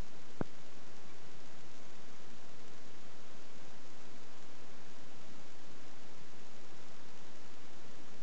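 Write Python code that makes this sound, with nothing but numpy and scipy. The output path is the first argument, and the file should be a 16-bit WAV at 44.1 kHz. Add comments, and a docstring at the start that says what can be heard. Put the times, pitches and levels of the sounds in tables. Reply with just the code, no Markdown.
"""Soft room air, a dull broadband noise, fills a quiet living room where a cat rests silently.
It is heard through a small hand-held camera, whose preamplifier adds hiss, a thin whine and a fine
electrical crackle of short pulses. One bump rings the damped modes of the camera body,
and a few very faint gliding squeaks follow."""
import sys
import numpy as np
from scipy import signal
from scipy.fft import rfft, irfft
from scipy.io import wavfile

SR = 44100
rng = np.random.default_rng(int(sys.argv[2]) if len(sys.argv) > 2 else 0)


def output_pcm(signal):
    """Save a mono or channel-first signal as 16-bit PCM at the path in sys.argv[1].

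    Samples are clipped to [-1, 1] before scaling.
    """
    pcm = np.clip(np.atleast_2d(signal).T, -1, 1) * 32767
    wavfile.write(sys.argv[1], SR, np.round(pcm).astype(np.int16))


N = 362502


def room_air(level_db=-58, swell_db=0.23, waver_db=0.53, rumble_hz=350):
    """Amplitude modulation of dull noise: the whole barely swells, and its rumble wavers on its own."""
    # spectrum of the room's air: frequency_hz, relative_db
    air_spectrum = [(20, -29), (40, -16.5), (65, -9), (100, -5.5), (170, -0.5), (320, -2.2), (550, -5.5),
                    (900, -9), (1500, -12), (2800, -17.5), (7000, -28)]
    air = noise(air_spectrum)
    rumble = coloured(air, [(rumble_hz / 2, 0), (rumble_hz, -3), (2 * rumble_hz, -30)])
    wavering = rumble * gain_of(waver_db * drift(rate_hz=6))
    return gain_of(level_db + swell_db * drift(rate_hz=2.6)) * (air - rumble + wavering)


def preamplifier(hiss_db=-61, whine_hz=6666.6, whine_db=-87.5):
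    """Electronic noise: a nearly white hiss with one spectral line, a thin whine."""
    # spectrum of the hiss: frequency_hz, relative_db
    hiss_spectrum = [(100, -2), (2000, -2), (4000, -1.75), (6500, -3), (7400, -4)]
    whine = np.sqrt(2) * np.sin(2 * np.pi * whine_hz * np.arange(N) / SR)
    return gain_of(hiss_db) * noise(hiss_spectrum) + gain_of(whine_db) * whine


def crackle(clock_hz=320.8, wander=.006, buzz_db=-48,
            spike_db=-34, spike_share=.14, spread_db=11, upward_share=.22):
    """Crosstalk: an unsteady clock leaks a pulse train, a faint buzz; some pulses carry a sharp spike."""
    # the sharpest electrical ticks: start_s, level_db
    sharp_ticks = [(.4579, -32.3), (.4729, -34), (.867, -35), (.9677, -31), (1.6088, -33), (1.7158, -32.7),
                   (1.763, -35), (1.9071, -32), (2.3033, -33), (2.3124, -33.4), (2.4935, -32.8),
                   (2.5957, -32), (2.68, -31.8), (3.5807, -35), (4.2379, -34), (4.4262, -31),
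                   (6.4694, -32.2), (6.5652, -32.4), (6.8854, -32.6), (7.1757, -33), (7.2688, -34),
                   (7.3586, -32.3)]
    cycles = np.cumsum(clock_hz * (1 + wander * drift(rate_hz=12))) / SR
    onsets = np.flatnonzero(np.diff(np.floor(cycles)))
    chance, weakness, side = rng.random((len(onsets), 3)).T
    pulses, spikes = np.zeros((2, N))
    pulses[onsets] = gain_of(buzz_db)
    polarity = np.sign(side - upward_share)
    spikes[onsets] = (chance < spike_share) * polarity * gain_of(spike_db - spread_db * weakness)
    for start_s, level_db in sharp_ticks:
        add(spikes, start_s, gain_of([level_db]))
    buzz = coloured(pulses - pulses.mean(), [(320, 7.5), (1600, 5.0), (3000, -0.5), (6000, -10)])
    ticks = coloured(spikes, [(500, 0), (2500, -1.5), (5000, -0.9)])
    return -(buzz + ticks)  # both mostly pull the voltage down


def camera_bump(at_s=.41195, gain_db=-17, contact_s=0.0008, low_cut_hz=222):
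    """Modal response: a half-sine push rings the heavily damped body, too close to stir the room."""
    # modes of the camera body: frequency_hz, level_db, t60_s
    body_modes = [(101, 3, .0255), (1540, 5, 0.011), (1740, 9.5, 0.0031)]
    t = np.arange(SR // 10) / SR
    # neighbouring modes push the microphone in opposite directions
    ring = sum((-1) ** k * gain_of(db - 60 * t / t60) * np.cos(2 * np.pi * hz * t)
               for k, (hz, db, t60) in enumerate(body_modes))
    push = np.cos(np.pi * np.clip((np.arange(N) / SR - at_s) / contact_s, -.5, .5))
    knock = signal.oaconvolve(push / push.sum(), ring)[:N]
    # the microphone passes no deep bass, so the knock swings back once
    low_cut = signal.butter(2, low_cut_hz, "high", fs=SR, output="sos")
    return gain_of(gain_db) * signal.sosfilt(low_cut, knock)


def squeaks(waver=.013, skew=0.55):
    """Frequency modulation: short gliding tones swell fast and fade slower, nearly masked by the hiss."""
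    # faint squeaks: start_s, pitch_hz, peak_db, length_s, glide_share
    tones = [(1.090, 2310, -60.5, .045, .05), (1.092, 3430, -69, .018, 0), (1.846, 6410, -63, .017, -.02),
             (2.119, 6450, -64, .013, -.04), (2.158, 6460, -63, .028, -.04)]
    out = np.zeros(N)
    unsteady = 1 + waver * drift(rate_hz=150)
    for start_s, pitch_hz, peak_db, length_s, glide_share in tones:
        progress = np.linspace(0, 1, round(length_s * SR)) ** skew
        glide_hz = pitch_hz * (1 + glide_share * (progress - .5))
        wavering_hz = glide_hz * unsteady[round(start_s * SR):][:len(progress)]
        envelope = gain_of(peak_db) * np.sin(np.pi * progress) ** 2
        add(out, start_s, envelope * np.sin(2 * np.pi * np.cumsum(wavering_hz) / SR))
    return out


def noise(spectrum):
    """Spectral shaping of white noise by (frequency_hz, relative_db) points, at unit rms."""
    return unit_rms(coloured(rng.standard_normal(N), spectrum))


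def drift(rate_hz):
    """Low-pass noise: a random wandering up to about rate_hz, at unit rms."""
    bins = np.fft.rfftfreq(N, 1 / SR)
    return unit_rms(irfft(rfft(rng.standard_normal(N)) * np.exp(-(bins / rate_hz) ** 2), N))


def coloured(x, spectrum):
    """Zero-phase filtering by a curve of (frequency_hz, gain_db) points."""
    hz, db = np.transpose(spectrum)
    bins = np.fft.rfftfreq(N, 1 / SR)
    curve_db = np.interp(np.log(bins + 1), np.log(hz + 1), db)
    return irfft(rfft(x) * gain_of(curve_db), N)


def gain_of(db):
    """Decibels as an amplitude ratio."""
    return 10 ** (np.asarray(db) / 20)


def unit_rms(x):
    """Normalisation to an rms of one."""
    return x / np.sqrt(np.mean(x ** 2) + 1e-20)


def add(mix, start_s, sound):
    """Superposition of a sound on the mix from start_s."""
    part = mix[round(start_s * SR):][:len(sound)]
    part += sound[:len(part)]


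def scene():
    """Superposition of room and camera noises in one channel."""
    return (room_air() + preamplifier() + crackle() + camera_bump() + squeaks())[None]


def record(dry, edge_hz=8800, dc_offset=-.0375):
    """Band limiting: the camera cuts the high treble, and its converter rests slightly off zero."""
    # the camera's treble response, notched at the top of its band: frequency_hz, gain_db
    treble_response = [(7000, 0), (7500, -2.5), (7800, -8), (8000, -22), (8150, -16), (8400, -16),
                       (8750, -23)]
    low_pass = signal.firwin(255, edge_hz, window=("kaiser", 8), fs=SR)
    return signal.oaconvolve(coloured(dry, treble_response), low_pass[None], "same") + dc_offset


dry = scene()
out = record(dry)
output_pcm(out)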